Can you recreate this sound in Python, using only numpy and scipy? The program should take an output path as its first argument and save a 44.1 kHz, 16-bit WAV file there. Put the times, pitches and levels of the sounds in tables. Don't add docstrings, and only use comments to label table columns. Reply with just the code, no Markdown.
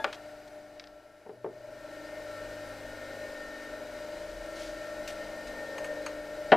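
import sys
import numpy as np
from scipy import signal
from scipy.fft import rfft, irfft, next_fast_len
from scipy.io import wavfile
from scipy.ndimage import uniform_filter1d

SR = 44100
rng = np.random.default_rng(int(sys.argv[2]) if len(sys.argv) > 2 else 0)


def nominal_scale(level):
    x = np.asarray(level, float) / 20
    return 10 ** x


def to_wav(sig):
    pcm = np.clip(np.atleast_2d(sig), -1, 1) * 32767
    pcm = np.round(pcm).astype(np.int16)
    wavfile.write(sys.argv[1], SR, pcm.T)


N = 289591
TIME = np.arange(N) / SR
PADDED = next_fast_len(N + SR)
# (frequency [Hz], left minus right [dB])
LEFT_DB = [(60, 2.4), (550, 2.8), (2000, 2.7), (5000, 2.5), (15000, 0)]


def in_time(rows):
    s, *columns = np.transpose(rows)
    return [np.interp(TIME, s, c) for c in columns]


def at_hz(points, hz):
    points_hz, values = np.transpose(points)
    return np.interp(np.log(hz + 1), np.log(points_hz), values)


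def drift(rate_hz):
    r = np.exp(-200 * np.pi * rate_hz / SR)
    slow = signal.lfilter([1], [1, -2 * r, r * r], rng.standard_normal(N // 100 + 2002))[2000:]
    return np.interp(np.arange(N) / 100, np.arange(len(slow)), slow / slow.std())


def tone(hz, wobble_rad=0):
    return np.sqrt(2) * np.sin(2 * np.pi * (hz * TIME + rng.random()) + wobble_rad)


def spell(start_s, end_s, edge_s):
    return np.clip(np.minimum(TIME - start_s, end_s - TIME) / (3 * edge_s) + .5, 0, 1)


def motor_lines(swell_db, casing_db):
    shaft_hz, belt_hz, belt_depth = 25.008, 10.2, 0.19
    faint_order_db, dip_s = -78, 1.44
    strong_orders = (24, 22, 25, 73)
    low_orders = (4, 5, 10, 12)
    # (multiple of shaft rate, level [dB rms])
    orders_db = [(6, -69.5), (8, -65), (13, -59), (14, -69.5), (16, -66), (18, -66), (19, -64), (20, -64),
                 (21, -58), (17, -65), (26, -59.5), (27, -61), (28, -69), (29, -73), (30, -74), (31, -71),
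                 (33, -63), (34, -65.5), (37, -66), (55, -63.5), (57, -64.5), (58, -73), (59, -62.5),
                 (60, -68), (63, -67.5), (64, -62), (68, -75.5), (70, -67), (72, -67.5), (75, -64.5)]
    # (multiple of shaft rate, level re main order [dB])
    early_orders = [(26, -13), (28, -14.5), (29, -20), (30, -13)]
    # (time [s], level [dB rms], once-a-turn pulse re that [dB])
    song = [(0, -50, -16), (.6, -51, -30), (1.3, -61.5, -10), (1.64, -50, -5.5), (1.98, -52, 0),
            (2.32, -43.5, -10.5), (2.6, -46, -20), (2.9, -54.5, 1.5), (3.25, -45.5, -23), (3.55, -51, -8),
            (4.15, -42, -11.5), (4.55, -47.5, 0), (4.87, -43, -15.5), (5.2, -43.5, -11), (5.4, -48, -10.5),
            (5.92, -40, -30), (6.23, -44.5, -30), (6.42, -40.5, -11.5)]

    main, second, _, high = strong_orders
    main_db, pulse_db = in_time(song)
    riders_db = rider_db(swell_db)
    belt = 1 + belt_depth * tone(belt_hz, 0.79 * drift(0.087))

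    turn = 2 * np.pi * shaft_hz * TIME + 3.37 + 0.61 * drift(1.0)
    carrier = main * 2 * np.pi * shaft_hz * TIME + 0.21 * drift(4.0)
    pair = np.sin(carrier + turn) + nominal_scale(-2.0) * np.sin(carrier - turn)
    out = np.sqrt(2) * (nominal_scale(main_db) * belt * np.sin(carrier) + nominal_scale(main_db + pulse_db) * pair)

    early = np.clip((dip_s - TIME) / .15, 0, 1)
    for k, db in early_orders:
        out += early * nominal_scale(main_db + db + 2.0 * drift(6.0)) * tone(k * shaft_hz, 0.56 * drift(5.2))

    out += nominal_scale(riders_db[second]) * tone(second * shaft_hz, 0.39 * drift(9.0))
    out += nominal_scale(riders_db[high]) * (0.59 + 0.21 * belt) * tone(high * shaft_hz, .5 * drift(1.0))
    for k in low_orders:
        out += nominal_scale(riders_db[k]) * tone(k * shaft_hz, 0.11 * drift(0.63))

    levels_db = dict(orders_db)
    for k in sorted(set(range(3, 76)) - {*strong_orders, *low_orders, 23}):
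        follow_db = casing_db if 25 < k < 32 else swell_db
        level_db = levels_db.get(k, faint_order_db) - 1.5 + follow_db + 2.18 * drift(1.0) + shadow_db(k)
        out += nominal_scale(level_db) * tone(k * shaft_hz, (0.19 + 0.034 * k) * drift(1.5))
    return out


def rider_db(swell_db):
    # (multiple of shaft rate, level [dB rms], share of the swell [1], wander [dB])
    riders = [(22, -57.5, 1.3, 0), (73, -55.5, 1.52, -4), (4, -64.5, 0.68, 0.4), (5, -78.5, 0.72, 5),
              (10, -68, 0.3, -1), (12, -55, 0.85, 2.65)]
    levels_db = {}
    for k, db, share, wander_db in riders:
        k = round(k)
        levels_db[k] = db + share * swell_db + wander_db * drift(0.85) + shadow_db(k)
    return levels_db


def shadow_db(order):
    # (multiple of shaft rate, start [s], end [s], lift [dB])
    shadows = [(22, 0.12, 1.3, -23), (22, 3.03, 3.4, 8.5), (22, 3.9, 4.5, -5), (22, 4.5, 4.7, -8),
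               (22, 5.13, 5.3, 7), (22, 5.6, 6.15, 10), (22, 6.15, 6.4, 5), (73, 3.15, 2.8, 4),
               (73, 3.75, 4.3, -9), (73, 5.48, 5.97, 6), (4, 2.24, 3.28, 5), (4, 3.35, 3.61, -16.5),
               (13, .2, 0.95, -8), (13, 4.0, 5.3, 5), (21, 0.15, 1.2, -10), (21, 5.4, 6.2, 3),
               (20, 5.3, 5.5, 6), (19, 5.2, 7.5, 10), (18, 5.3, 7.7, 3.5), (55, 3.4, 5.2, 0),
               (59, 3.9, 2.2, -13), (58, 2.84, 3.6, 17), (64, 1.3, 5.7, -2), (5, 3.6, 4.094, 8),
               (10, 0.22, 1.2, -19), (10, 2.62, 4.05, 8), (10, 5.38, 5.73, 7), (12, 1.6, 1.6, -1),
               (12, 5.08, 4.84, -1.5)]
    return sum(lift_db * spell(a, b, 0.062) for k, a, b, lift_db in shadows if round(k) == order)


def motor_noise(curves_db):
    # (frequency [Hz], level [dB per Hz])
    whirr = [(20, -83), (55, -83.5), (90, -95), (200, -89.5), (300, -81.5), (450, -82.5), (700, -83),
             (1000, -88), (1300, -93), (1500, -86.5), (2000, -88.5), (3300, -94), (5000, -93.5),
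             (15000, -112)]
    # (centre [Hz], width [Hz], lift [dB])
    casing = [(39.3, 9.9, 14), (613, 42, 17), (848, 49, 4), (1347.6, 7.5, 22.5), (1397, 120, 6),
              (1826, 44, 14), (2105, 10.7, 13.5), (2230, 63, 8), (2472, 46, 5.5), (2932, 48, 8),
              (3806, 17, 11.5), (4054, 15, 13), (4816, 27, 10), (5100, 440, -1), (8130, 250, 6.5)]
    # (frequency [Hz], left-right likeness [1])
    likeness = [(60, 1.0), (180, 1), (550, 1), (1650, 1), (4970, 0.94), (15000, 0.32)]
    # (frequency [Hz], level [dB per Hz])
    hiss_spectrum = [(3000, -114), (7000, -110), (10000, -108), (13000, -109), (15700, -111)]

    hz = np.arange(N // 2 + 1) * SR / N
    lift_db = sum(db / (1 + (2 * (hz - centre) / width) ** 2) for centre, width, db in casing)
    alike = np.clip(at_hz(likeness, hz), 0, 1)
    mid, side = rfft(rng.standard_normal((2, N))) * np.sqrt(SR / 4)
    pair = np.sqrt(1 + alike) * mid + np.sqrt(1 - alike) * side * [[1], [-1]]
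    pair *= nominal_scale(at_hz(whirr, hz) + lift_db + at_hz(LEFT_DB, hz) / 2 * [[1], [-1]])

    hiss = rfft(rng.standard_normal((2, N))) * np.sqrt(SR / 2) * nominal_scale(at_hz(hiss_spectrum, hz))
    hiss = hiss * nominal_scale([[-4.0], [3.0]])

    under_150 = 1 / (1 + (hz / 150) ** 4)
    under_1300 = 1 / (1 + (hz / 1300) ** 8)
    parts = pair * under_150, pair * (under_1300 - under_150), pair * (1 - under_1300), hiss
    out = 0
    for part, db in zip(parts, curves_db):
        out = out + nominal_scale(db - np.median(db) + 0.45 * drift(3.4)) * irfft(part, N)
    return out


def strike(blows, colour, t60_at_1k_s, damping, rise_s, rings=(), count=120):
    out, after_s = np.zeros(N), np.arange(SR // 5) / SR
    low_hz, high_hz = colour[0][0], min(colour[-1][0], 15600)
    no_bass = signal.butter(4, 150, "high", fs=SR, output="sos")
    for s, peak_db in blows:
        place, turn, strength = rng.random((3, count, 1))
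        hz = low_hz * (high_hz / low_hz) ** ((np.arange(count)[:, None] + place) / count)
        t60_s = t60_at_1k_s * (1000 / hz) ** damping * (0.46 + 0.25 * strength)
        rise = 1 - np.exp(-after_s / (rise_s * 1000 / hz))
        modes = nominal_scale(at_hz(colour, hz)) * np.sqrt(hz) * rise * nominal_scale(-60 * after_s / t60_s)
        blow = (modes * np.sin(2 * np.pi * (hz * after_s + turn))).sum(0)
        blow /= np.abs(blow).max()
        ring_rise = 1 - np.exp(-(after_s / rise_s) ** 2)
        for ring_hz, db, ring_t60_s in rings:
            decay = nominal_scale(db + rng.normal(0, 2.46) - 60 * after_s / ring_t60_s)
            blow += decay * np.sin(2 * np.pi * ring_hz * after_s) * ring_rise
        blow = signal.sosfilt(no_bass, blow)
        at = round(s * SR)
        out[at:at + len(after_s)] += nominal_scale(peak_db) * blow[:N - at]
    return out


def board_knock():
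    # (time [s], peak [dB])
    hits = [
        (6.5187, -4),
        (6.5238, -9),
    ]
    # (frequency [Hz], level [dB per Hz])
    modes = [(65, -57), (110, -44), (206, -5.5), (508, -7), (647, 5), (1050, -6.5), (1470, -4),
             (2070, -13.5), (2600, -17), (3200, -17), (5000, -37), (7000, -54), (9100, -82), (15400, -120)]
    # (frequency [Hz], level [dB], t60 [s])
    rings = [(205, -23, 0.1), (240, -26, 0.18), (439, -8, 0.069), (536, -21, 0.13), (628, -9, 0.15),
             (755, -19.5, 0.1), (965, -21, 0.12), (1434, -16, 0.061)]
    return strike(hits, modes, 0.16, 0.25, 0.00073, rings)


def tap():
    # (time [s], peak [dB])
    hits = [
        (.0428, -12),
        (.0468, -19.5),
    ]
    # (frequency [Hz], level [dB per Hz])
    modes = [(120, -52), (200, -20), (280, -16), (461, 0.5), (1270, -2.5), (1520, 1.5), (1690, -1),
             (3320, -7), (6070, -20), (14000, -43)]
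    return strike(hits, modes, 0.071, 0.62, 0.001)


def tool_ticks():
    # (time [s], peak [dB])
    hits = [
        (0.7968, -31.5),
        (0.84, -36.5),
        (0.872, -42),
    ]
    # (frequency [Hz], level [dB per Hz])
    modes = [(760, -38), (1300, -5), (2050, -1), (2970, -5), (4450, -2), (5110, 0), (9000, -42),
             (11700, -74), (19800, -120)]
    return strike(hits, modes, 0.059, 0.41, 0.0003)


def clay_thuds():
    # (time [s], peak [dB])
    hits = [(1.262, -39), (1.293, -33.5), (1.318, -53), (1.444, -27), (1.462, -30)]
    # (frequency [Hz], level [dB per Hz])
    modes = [(88, -45), (150, -16), (306, -15), (349, 1), (436, 0), (591, -8), (800, -6.5), (1140, -14),
             (3500, -34), (4550, -91), (7700, -120)]
    # (frequency [Hz], level [dB], t60 [s])
    rings = [(383, -17, 0.11), (416, -9, 0.13)]
    return strike(hits, modes, 0.11, 0.93, 0.00017, rings)


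def board_scuff():
    # (time [s], peak [dB])
    hits = [(5.0761, -29.5)]
    # (frequency [Hz], level [dB per Hz])
    modes = [(900, -37), (1300, -9), (2350, -1), (5740, -4.5), (7230, -8), (7810, -7), (8660, -15),
             (15500, -20)]
    return strike(hits, modes, 0.26, 0.2, 0.0012, count=300)


def tool_clinks():
    # (time [s], peak [dB])
    hits = [(5.595, -42), (5.7812, -31), (5.8437, -32), (6.0621, -26.5)]
    # (frequency [Hz], level [dB per Hz])
    modes = [(470, -54), (800, 2), (3020, -0.5), (3410, -28), (4380, -5), (5310, -25), (6510, -8),
             (6990, -26), (8070, -19), (14000, -31)]
    # (frequency [Hz], level [dB], t60 [s])
    rings = [(6600, -20, 0.07), (7860, -18, 0.05), (9650, -25, 0.04)]
    return strike(hits, modes, 0.099, 0.11, 0.001, rings)


def earlier_ring():
    # (frequency [Hz], level [dB rms], t60 [s])
    partials = [(880, -40, 0.18), (1660, -41, 0.19), (3480, -52, 0.13)]
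    return sum(nominal_scale(db - 60 * TIME / t60_s) * tone(hz) for hz, db, t60_s in partials)


def tray_ring():
    start_s, hz, level_db, t60_s = 1.33, 120, -61, 5.5
    decay = nominal_scale(level_db - 60 * (TIME - start_s) / t60_s)
    return decay * spell(start_s, start_s + 0.52, 0.05) * tone(hz)


def smears():
    # (time [s], length [s], level [dB rms], frequency just below the band's top [Hz])
    slides = [(.127, 0.011, -39, 3600), (0.14, 0.017, -46.5, 4400), (0.472, 0.015, -60, 6000),
              (4.539, 0.2, -51.5, 5700), (4.596, 0.067, -53, 5600), (3.8, 2.1, -63, 6400),
              (5.083, 0.04, -48, 3600), (5.47, 0.028, -51, 5600), (5.837, 0.04, -57, 9800),
              (6.6, 0.036, -61, 9200), (5.595, .04, -65, 8500), (5.09, 0.046, -55, 9300),
              (6.9, 0.056, -54, 8500), (2.3, .08, -66, 9000), (6.07, 0.06, -57, 2500)]
    out = np.zeros(N)
    for s, length_s, level_db, hz in slides:
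        band = signal.butter(2, [hz / 3.6, hz * 1.1], "band", fs=SR, output="sos")
        grit = signal.sosfilt(band, rng.standard_normal(N) * nominal_scale(1.9 * drift(100)))
        share = np.clip((TIME - s) / length_s, 0, 9)
        out += nominal_scale(level_db) * grit / grit.std() * (1 - np.exp(-share * 12)) * np.exp(-share ** 3)
    return out


def ports(x):
    tilt_db = at_hz(LEFT_DB, np.arange(PADDED // 2 + 1) * SR / PADDED) / 2
    return irfft(rfft(x, PADDED) * nominal_scale(np.array([tilt_db, -tilt_db])), PADDED)[:, :N]


def studio(x):
    t60_s = 0.35
    after_s = np.arange(SR // 2) / SR
    tail = rng.standard_normal((2, len(after_s))) * nominal_scale(-60 * after_s / t60_s) * (after_s > .006)
    tail = 1.1 * tail[0] + 0.22 * tail
    tail = signal.sosfilt(signal.butter(1, [200, 3500], "band", fs=SR, output="sos"), tail)
    tail = tail / np.sqrt((tail ** 2).sum(1, keepdims=True))
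    return signal.fftconvolve(x[None], tail, axes=1)[:, :N]


def electronics(swell_db):
    frame_hz, whine_hz, steady_hz, servo_hz = 25, 14400, 12937.6, 11000
    # (start [s], end [s], level [dB rms])
    bursts = [(0, .05, -74), (.5, .58, -80), (1.03, 1.52, -85), (2.64, 2.71, -71), (4.575, 4.645, -70)]
    chop = np.tanh(6 * np.sin(2 * np.pi * frame_hz * TIME))
    whines = nominal_scale(-76.5) * chop * tone(whine_hz) + nominal_scale(-81.5) * tone(steady_hz)
    gate = sum(nominal_scale(db) * (TIME > a) * (TIME < b) for a, b, db in bursts)
    servo = uniform_filter1d(gate, size=200) * tone(servo_hz)
    return whines * nominal_scale(swell_db) * nominal_scale([[-12], [5]]) + servo * nominal_scale([[-3], [2.5]])


def scene():
    # (time [s], level [dB])
    motor_fade = [(0, -61), (.15, -62.5), (.8, -69), (1.1, -72.5), (1.41, -73.5), (1.65, -66), (1.94, -61),
                  (2.2, -58.5), (2.4, -57.5), (3.3, -57.5), (4.3, -58), (5.9, -56.5), (6.2, -58.5),
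                  (6.57, -57.5)]
    fade_db, = in_time(motor_fade)
    swell_db = fade_db - np.median(fade_db)

    casing_db = 0.7 * swell_db + 3.0 * spell(5.08, 6.18, 0.28) + 10.5 * np.exp(-TIME / .06)
    hiss_db = 0.82 * swell_db
    rumble_db = 0.59 * swell_db - spell(-1, 1.8, .1) + 2.6 * drift(1.04)

    blows = tap() + tool_ticks() + clay_thuds() + board_scuff() + tool_clinks() + board_knock()
    near = motor_lines(swell_db, casing_db) + blows + smears() + earlier_ring() + tray_ring()
    noise = motor_noise((rumble_db, casing_db, swell_db, hiss_db))
    return ports(near) + nominal_scale(-17) * studio(blows) + noise + electronics(hiss_db)


def band_limit(x):
    return signal.sosfilt(signal.butter(12, 15680, fs=SR, output="sos"), x)


def record(dry):
    top_cut = signal.cheby2(14, 60, 16150, fs=SR, output="sos")
    return band_limit(signal.sosfilt(top_cut, dry))


dry = scene()
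out = record(dry)
to_wav(out)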